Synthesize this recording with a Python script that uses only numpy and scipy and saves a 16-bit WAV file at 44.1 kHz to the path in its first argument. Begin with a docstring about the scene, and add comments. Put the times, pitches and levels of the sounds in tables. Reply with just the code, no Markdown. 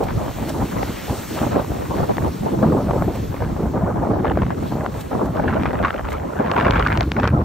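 """Gusts of wind beside a geyser

Wind buffets a small pair of microphone ports while a geyser boils up and hisses across a pool.
Wind eddies are chopped, coloured noise: a lumpy rumble, a ragged flutter and a fine tearing.
Slaps are sharp fronts followed by short noise; thumps are a couple of low cycles under a swell.
The geyser is a smooth, wide, patchy hiss, with spits of water lifting it for a moment.
"""
import sys
import numpy as np
from scipy import signal
from scipy.fft import rfft, irfft, next_fast_len
from scipy.io import wavfile
from scipy.ndimage import uniform_filter1d

SR = 44100
rng = np.random.default_rng(int(sys.argv[2]) if len(sys.argv) > 2 else 0)


def generate_wav(signal):
    """Clip the signal to [-1, 1] and save it as 16-bit WAV at the path in sys.argv[1]."""
    frames = np.transpose(np.atleast_2d(signal))
    scaled = np.clip(frames, -1, 1) * 32767
    pcm = np.round(scaled).astype(np.int16)
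    wavfile.write(sys.argv[1], SR, pcm)


N = 328104  # length [samples]

# Large eddies rolling over both ports, before buffets add to them:
# (time [s], rumble level [dB], gain of the deepest bass [dB])
GUSTS = [(0, -32.5, 5), (.15, -27, 9.5), (.3, -28.5, 0), (.6, -22, -5), (.9, -28, 0.5), (1.03, -32.5, -0.5),
         (1.45, -24, -5.5), (2.15, -28.5, 3.5), (2.25, -19.5, -2.5), (2.4, -25, -4), (2.55, -22, -4),
         (2.68, -9, -20), (2.83, -20, -4), (3.3, -25.5, 5.5), (4.15, -19.5, -6), (4.3, -17.5, 0),
         (4.7, -23, -2.5), (5.07, -27.5, -4), (5.55, -20.5, -3.5), (6.05, -36.5, 11), (6.6, -23, -1),
         (6.75, -22.5, 6.5), (7.2, -21, -2), (7.33, -16.5, 5), (7.44, -22.5, 9)]
# Buffets, each a short spell of small eddies:
# (start [s], length [s], flutter level [dB], tearing against flutter [dB],
#  one-port setting against flutter [dB]); the wind mix later lifts and colours the one-port setting
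BUFFETS = [(0, 0.03, -21, -23, -7), (0.068, 0.038, -30.5, -0.5, 3.5), (0.157, 0.14, -26.5, -22.5, -2.5),
           (0.367, 0.14, -29.5, -20, -7.5), (0.544, 0.082, -22.5, -32, -8), (0.705, 0.12, -30.5, -9.5, 2),
           (0.875, 0.016, -24, -12, -12), (1.087, 0.068, -26.5, -33, -25), (1.355, 0.12, -27, -15, -6),
           (1.511, 0.035, -24.5, -11, 0.5), (1.549, 0.056, -20.5, -18.5, -6), (1.697, 0.053, -28, -37, 0),
           (1.795, 0.059, -34, -10, 6), (1.896, 0.055, -27.5, -13, -2), (1.969, 0.066, -24, -13, 0),
           (2.088, 0.021, -27.5, -10, 6.5), (2.199, 0.059, -23.5, -19.5, 0.5), (2.421, 0.14, -29.5, -23, 2),
           (2.57, 0.18, -26.5, -36, -4.5), (2.617, 0.068, -22.5, -17.5, -8), (2.753, 0.28, -25.5, -33, -13),
           (3.067, 0.1, -30.5, -24, -16), (3.331, 0.023, -33, -4, -9), (3.399, 0.054, -26.5, -13, -10),
           (3.462, 0.1, -32.5, -16, -5), (3.584, 0.079, -24.5, -36, -23), (3.731, 0.18, -22, -40, -9),
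           (3.951, 0.24, -24.5, -23, -5.5), (4.226, 0.086, -22, -11, -5.5), (4.349, 0.081, -30, -5.5, -5),
           (4.493, 0.028, -33, -3.5, 8), (4.564, 0.11, -32, -18.5, 1.5), (4.705, 0.15, -28, -15, -15),
           (4.912, 0.082, -32, -13, -4), (5.109, 0.11, -23, -30, -4), (5.238, 0.053, -23, -34, -13.5),
           (5.333, 0.13, -26, -10.5, -2.5), (5.466, 0.087, -25.5, -5, -10), (5.552, 0.15, -29, -3.5, 0.5),
           (5.733, 0.11, -26, -7.5, -1), (5.828, 0.042, -26, 3.5, -8), (5.928, 0.065, -30.5, -3, -2),
           (6.038, 0.11, -36.5, 3.5, 3), (6.141, 0.22, -32, -14.5, -0.5), (6.381, 0.4, -25, -5, 1),
           (6.554, 0.12, -20, -1.5, -0.5), (6.739, 0.13, -27.5, 5, 2), (6.875, 0.14, -30.5, 3.5, 6),
           (7.156, 0.036, -26.5, -2.5, 7.5), (7.22, 0.032, -25, 6.5, -5), (7.322, 0.1, -27, -36, 6.5)]
# Levels between buffets: (flutter [dB], tearing [dB], one-port setting [dB])
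CALM_LEVELS = (-43, -51, -38)
# Colours of the wind from large to tiny eddies; only the shape counts:
# (frequency [Hz], relative level per Hz [dB])
RUMBLE_COLOUR = [(20, -38), (40, -9.5), (60, 0), (130, -2), (220, -5), (330, -9), (600, -24.5),
                 (3000, -100)]
FLUTTER_COLOUR = [(60, -24.5), (200, 3.5), (350, 1), (600, 2), (900, -2), (1300, -10.5), (2000, -26.5),
                  (8000, -99)]
TEARING_COLOUR = [(400, -31), (1000, 3.5), (1500, 1.5), (2200, -6), (3200, -18), (4500, -30.5),
                  (7000, -44.5), (12000, -100)]
# Wind colour of the difference of the ports against their sum: (frequency [Hz], gain [dB])
WIND_DIFFERENCE = [(40, -33.5), (100, -13.5), (250, -12), (500, -8), (800, -7), (1200, -8.5), (1800, -14),
                   (4000, -3.5)]
# Single eddies bursting on the ports:
# (time [s], peak level [dB], centre frequency [Hz], dullness [power of the treble fall])
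SLAPS = [(0.095, -17, 1210, 5.2), (0.83, -10.5, 965, 3.3), (1.416, -7.5, 650, 3.4), (1.719, -15, 554, 4.6),
         (1.985, -12.5, 795, 3.5), (2.169, -15, 910, 2.8), (2.182, -10, 1160, 4.8), (2.909, -7, 515, 3.5),
         (2.964, -9.5, 627, 5.6), (3.022, -6.5, 880, 4.3), (3.08, -7.5, 500, 4.1), (3.343, -14, 710, 3.4),
         (3.422, -6.5, 700, 4.2), (3.44, -23, 1080, 3.5), (4.246, -8, 800, 4.1), (4.254, -6, 900, 3.8),
         (4.317, -13, 1000, 4.2), (4.373, -4.5, 820, 3.5), (4.419, -11.5, 900, 3.7), (4.432, -13, 900, 4),
         (4.465, -17, 800, 3.2), (4.505, -13, 910, 3.6), (4.862, -9.5, 1060, 3.7), (5.367, -25, 834, 2.4),
         (5.496, -14, 830, 3.4), (5.634, -9.5, 1070, 3.1), (5.656, -5, 1110, 3.9),
         (5.732, -12.5, 1020, 3.3), (5.828, -10, 1320, 3.5), (5.848, -3, 1080, 3.3),
         (5.855, -12, 1400, 3.6), (5.871, -17, 1500, 4.2), (5.882, -15, 1300, 4.1), (5.906, -9, 1570, 4.6),
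         (5.994, -13.5, 920, 3.8), (6.088, -15, 1120, 3.4), (6.123, -18, 1010, 4), (6.515, -3, 1300, 3),
         (6.68, -12, 1200, 3.1), (6.708, -3.5, 970, 2.7), (6.736, -15, 1200, 2.9), (6.761, -9.5, 888, 2.9),
         (6.795, -7.5, 1018, 2.6), (6.872, -10.5, 1210, 2.2), (6.927, -9, 1320, 3.5),
         (6.974, -7.5, 1630, 2.85), (7.008, -3, 2030, 3.3), (7.03, -20, 3020, 2.5),
         (7.118, -3.5, 1700, 2.8), (7.198, -6, 563, 2.64), (7.241, -5, 710, 3), (7.275, -3, 720, 2.3)]
# Large eddies landing as one round thump: (middle [s], peak of the swell [dB], pitch [Hz])
THUMPS = [(0.177, -12, 123), (2.234, -17, 110), (2.662, -5, 190), (2.69, -10, 171), (2.897, -13, 160),
          (3.838, -8.5, 181), (6.705, -11, 84.6), (7.312, -9, 106), (7.337, -12, 109), (7.397, -13, 95)]
# Spray and steam without the spits: (time [s], level [dB])
SPRAY_LEVEL = [(0.0, -45), (0.38, -41), (1.4, -36.5), (1.53, -41.5), (2.26, -42.5), (2.9, -46), (3.25, -44),
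               (3.87, -51.5), (4.54, -50.5), (4.68, -44), (4.88, -50), (4.97, -44), (5.29, -49.5),
               (6.08, -50.5), (7.06, -49), (7.43, -53)]
# Sudden spits of water: (time [s], rise of the hiss [dB])
SPITS = [(0.039, 8), (0.495, 10), (3.158, 5.5), (5.011, 11), (5.258, 6), (6.108, 10), (6.13, 14)]
# Spray colours for the sum and the difference of the ports; the sum has a gap near 10 kHz:
# (frequency [Hz], relative level per Hz [dB])
SPRAY_SUM = [(600, 14.5), (2000, 11), (3200, 8), (4500, 6.5), (4900, 0.5), (5400, 5), (8000, 1.5),
             (8900, -0.5), (9200, -87), (11000, -18.5), (11400, -3), (13500, 3), (15500, -3.5)]
SPRAY_DIFFERENCE = [(100, 1), (800, 0.5), (2000, -10.5), (3500, -5.5), (5000, 2.5), (6000, -2), (8000, 5.5),
                    (9500, 6), (11500, 2.5), (13500, 0.5), (14300, -21), (14700, -47.5)]

ATTACK_S, RELEASE_S = 0.011, 0.024  # time for a buffet to grow or shrink by a factor of e
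RUMBLE_FOLLOWS = 0.31  # dB of rumble for each dB by which a buffet lifts the flutter
DEEP_HZ = 110  # upper edge of the deepest bass
SLAP_CYCLES = 1  # a slap's noise swells for this many cycles of its centre, so low ones last longer
THUMP_CYCLES = 0.8  # half-width of a thump's swell
# Towards the end the bass turns mono below an edge that climbs steadily
MONO_FROM_S, MONO_START_HZ, MONO_OCTAVES_PER_S = 6.16, 166, 2.1
BAND_EDGE_HZ = 15760


def wind(flutter_db, tearing_db, one_port_db):
    """The smaller the eddies, the more raggedly they come and go, all on one shared turbulence."""
    turbulence = wobble(5.4, 337.0, 0.11)

    lift_db = flutter_db - uniform_filter1d(flutter_db, size=SR // 2)
    followed_db = RUMBLE_FOLLOWS * uniform_filter1d(lift_db, size=SR // 30)
    rumble_db = curve(GUSTS, order=1) + followed_db
    rumble_apart_db = 0.33 * rumble_db + 0.5 * one_port_db + 4.0
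    rumble_ragged_db = 0.39 * turbulence + 1.42 * wobble(4.6, 44.0, 0.8)
    rumble = eddies(RUMBLE_COLOUR, rumble_db, rumble_apart_db, rumble_ragged_db)
    deep_filter = signal.butter(2, DEEP_HZ, fs=SR, output="sos")
    deep = signal.sosfiltfilt(deep_filter, rumble)
    rumble = rumble + (amp(curve(GUSTS, order=2)) - 1) * deep

    flutter_ragged_db = 2.44 * turbulence + puffs(70.0, 0.0035, 3.73, 4.0)
    flutter = eddies(FLUTTER_COLOUR, flutter_db, one_port_db + 9.0, flutter_ragged_db)

    tearing_ragged_db = 1.4 * turbulence + puffs(160.0, 0.00078, 3.03, -4.0)
    tearing = eddies(TEARING_COLOUR, tearing_db, tearing_db, tearing_ragged_db)

    # Each eddy size has its own moment
    return patchy(rumble + flutter + tearing, 2.5, frames=10, bins=3)


def buffets():
    """Levels of flutter, tearing and the one-port setting: buffets rise, hold and die over the calm."""
    time = np.arange(0, N, 32) / SR
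    start, length, flutter_db, tearing_db, one_port_db = np.transpose(BUFFETS)[:, :, None]
    rise = np.minimum((time - start) / ATTACK_S - 1, 0)
    fall = np.minimum((start + length - time) / RELEASE_S, 0)
    shape = np.exp(rise + fall)
    tops_db = (flutter_db, flutter_db + tearing_db, flutter_db + one_port_db)
    levels = []
    for calm_db, top_db in zip(CALM_LEVELS, tops_db):
        power = amp(calm_db) ** 2 + np.sum((amp(top_db) * shape) ** 2, axis=0)
        levels.append(np.interp(np.arange(N) / SR, time, 10 * np.log10(power)))
    return levels


def eddies(colour, level_db, apart_db, ragged_db):
    """Noise chopped by passing eddies, then coloured; the ports share only part of it."""
    common, separate = rng.standard_normal((2, N)) * evened(amp(ragged_db))
    # Loudness of plain noise in this colour, divided out below
    size = np.sqrt(np.mean(coloured(rng.standard_normal(N), colour) ** 2))
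    centre = coloured(common * amp(level_db), colour)
    apart = coloured(coloured(separate * amp(apart_db), colour), WIND_DIFFERENCE)
    return np.array([centre, apart]) / size


def puffs(per_s, length_s, spread_db, steady_db):
    """Level in dB of separate small eddies, each a quick swell and a fade, over a steady stream."""
    happens = rng.random(N) < per_s / SR
    size = amp(spread_db * np.minimum(rng.exponential(1, N), 2.5)) * happens
    t = np.arange(2000) / SR / length_s
    swells = signal.oaconvolve(size, t * np.exp(-t))[:N]
    return 20 * np.log10(evened(swells).clip(0) + amp(steady_db))


def slaps():
    """A bursting eddy is a sharp front in a few milliseconds of noise, broad around its centre."""
    length, lead = 2048, 256  # samples; the noise starts after the lead
    out = np.zeros((2, N + length))
    t = np.arange(length) / SR
    f = np.fft.rfftfreq(length, 1 / SR) + 1
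    front = signal.unit_impulse(length, idx=280)
    noises = rng.standard_normal((len(SLAPS), 2, length))
    for (s, db, hz, dull), noise in zip(SLAPS, noises):
        shape = (f / hz) ** 0.7 / (1 + (f / hz) ** dull)
        shape = shape / (1 + (f / 7500) ** 4.8)
        shape = shape * amp([0 * f, read(WIND_DIFFERENCE, f)])  # sum and difference of the ports
        late = np.maximum(t - lead / SR, 0) * hz / SLAP_CYCLES
        burst = irfft(rfft(noise * late * np.exp(-late) + 3.74 * front) * shape)
        at = round(s * SR) - lead
        out[:, at:at + length] += amp(db) * burst / abs(burst[0]).max()
    return out[:, :N]


def thumps():
    """A large eddy gives a couple of low cycles under a bell-shaped swell, alike on both ports."""
    out = np.zeros((2, N + 4096))
    t = (np.arange(4096) - 2048) / SR
    for (s, db, hz), turn in zip(THUMPS, rng.random(len(THUMPS))):
        at = round(s * SR) - 2048
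        swell = np.exp(-(t * hz / THUMP_CYCLES) ** 2)
        cycles = np.sin(2 * np.pi * (hz * t + turn))
        out[0, at:at + 4096] += amp(db) * swell * cycles
    return out[:, :N]


def geyser():
    """Countless droplets merge into a patchy hiss; spits lift it for a moment."""
    hz = np.fft.rfftfreq(512, 1 / SR)[:, None]
    a, b, c, d = rng.standard_normal((N // 128 + 5, 257, 4)).T
    centre = a + 1j * b
    # A source off to one side arrives a little earlier at one port:
    # part of the difference is the sum turned a quarter cycle, the other way above 10 kHz
    direct = 0.55
    turned = 1j * np.sign(10000 - hz) * centre
    apart = direct * turned + np.sqrt(1 - direct ** 2) * (c + 1j * d)
    colours = amp([read(SPRAY_SUM, hz), read(SPRAY_DIFFERENCE, hz)])
    z = np.array([centre, apart]) * colours
    hiss = evened(signal.istft(z, nperseg=512, noverlap=384)[1][:, :N])
    time = np.arange(N) / SR
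    spits_db = sum(db * np.exp(-abs(time - s) / 0.007) for s, db in SPITS)
    return patchy(hiss, 1.33, frames=30, bins=25) * amp(curve(SPRAY_LEVEL, order=1) + spits_db)


def patchy(x, depth_db, frames, bins):
    """Random patches over time and frequency lift and sink the colour for a moment."""
    z = signal.stft(x, nperseg=512, noverlap=384)[2]
    field = rng.standard_normal(z.shape[:0:-1]).T
    field = uniform_filter1d(field, size=frames, axis=1)
    field = uniform_filter1d(field, size=bins, axis=0)
    gain = evened(amp(depth_db * evened(field)))
    return signal.istft(z * gain, nperseg=512, noverlap=384)[1][:, :N]


def wobble(lo_hz, hi_hz, fall):
    """Random curve of rms 1, mostly between two rates, with slower ones stronger there."""
    f = np.fft.rfftfreq(N, 1 / SR) + 1e-3
    shape = f ** -fall / (1 + (lo_hz / f) ** 4) / (1 + (f / hi_hz) ** 4)
    return evened(irfft(rfft(rng.standard_normal(N)) * shape, N))


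def coloured(x, points):
    """Shapes the spectrum of a whole signal."""
    size = next_fast_len(N + 8192)
    gain = amp(read(points, np.fft.rfftfreq(size, 1 / SR)))
    return irfft(rfft(x, size) * gain, size)[:N]


def read(points, hz):
    """Reads a spectrum table in dB on a log-frequency axis."""
    f, value = np.transpose(points)
    return np.interp(np.log(hz + 1), np.log(f + 1), value)


def curve(table, order):
    """One column of a time table, joined by straight lines at every sample."""
    rows = np.array(table)
    return np.interp(np.arange(N) / SR, rows[:, 0], rows[:, order])


def evened(x):
    """Scales a signal to rms 1."""
    return x / np.sqrt(np.mean(x ** 2) + 1e-20)


def amp(db):
    """Gain of a level in dB."""
    return 10 ** (np.asarray(db) / 20)


def scene():
    """Left and right from the sum and difference of the ports."""
    centre, apart = wind(*buffets()) + slaps() + thumps() + geyser()
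    return np.array([centre + apart, centre - apart])


def record(dry):
    """The bass loses its width below a rising edge; soft overload; then the band limit."""
    centre, apart = (dry[0] + dry[1]) / 2, (dry[0] - dry[1]) / 2
    hz, t, z = signal.stft(apart, SR, nperseg=1024, noverlap=768)
    climb = 2 ** (MONO_OCTAVES_PER_S * (t - MONO_FROM_S))
    edge_hz = (t > MONO_FROM_S) * MONO_START_HZ * climb
    z = z / (1 + (edge_hz / (hz[:, None] + 1)) ** 7.3)
    apart = signal.istft(z, SR, nperseg=1024, noverlap=768)[1][:N]
    pair = np.tanh([centre + apart, centre - apart])  # the input stage rounds off the hardest blows
    low_pass = signal.firwin(1535, BAND_EDGE_HZ, window=("kaiser", 9), fs=SR)
    return signal.oaconvolve(pair, low_pass[None], "same")


dry = scene()
out = record(dry)
generate_wav(out)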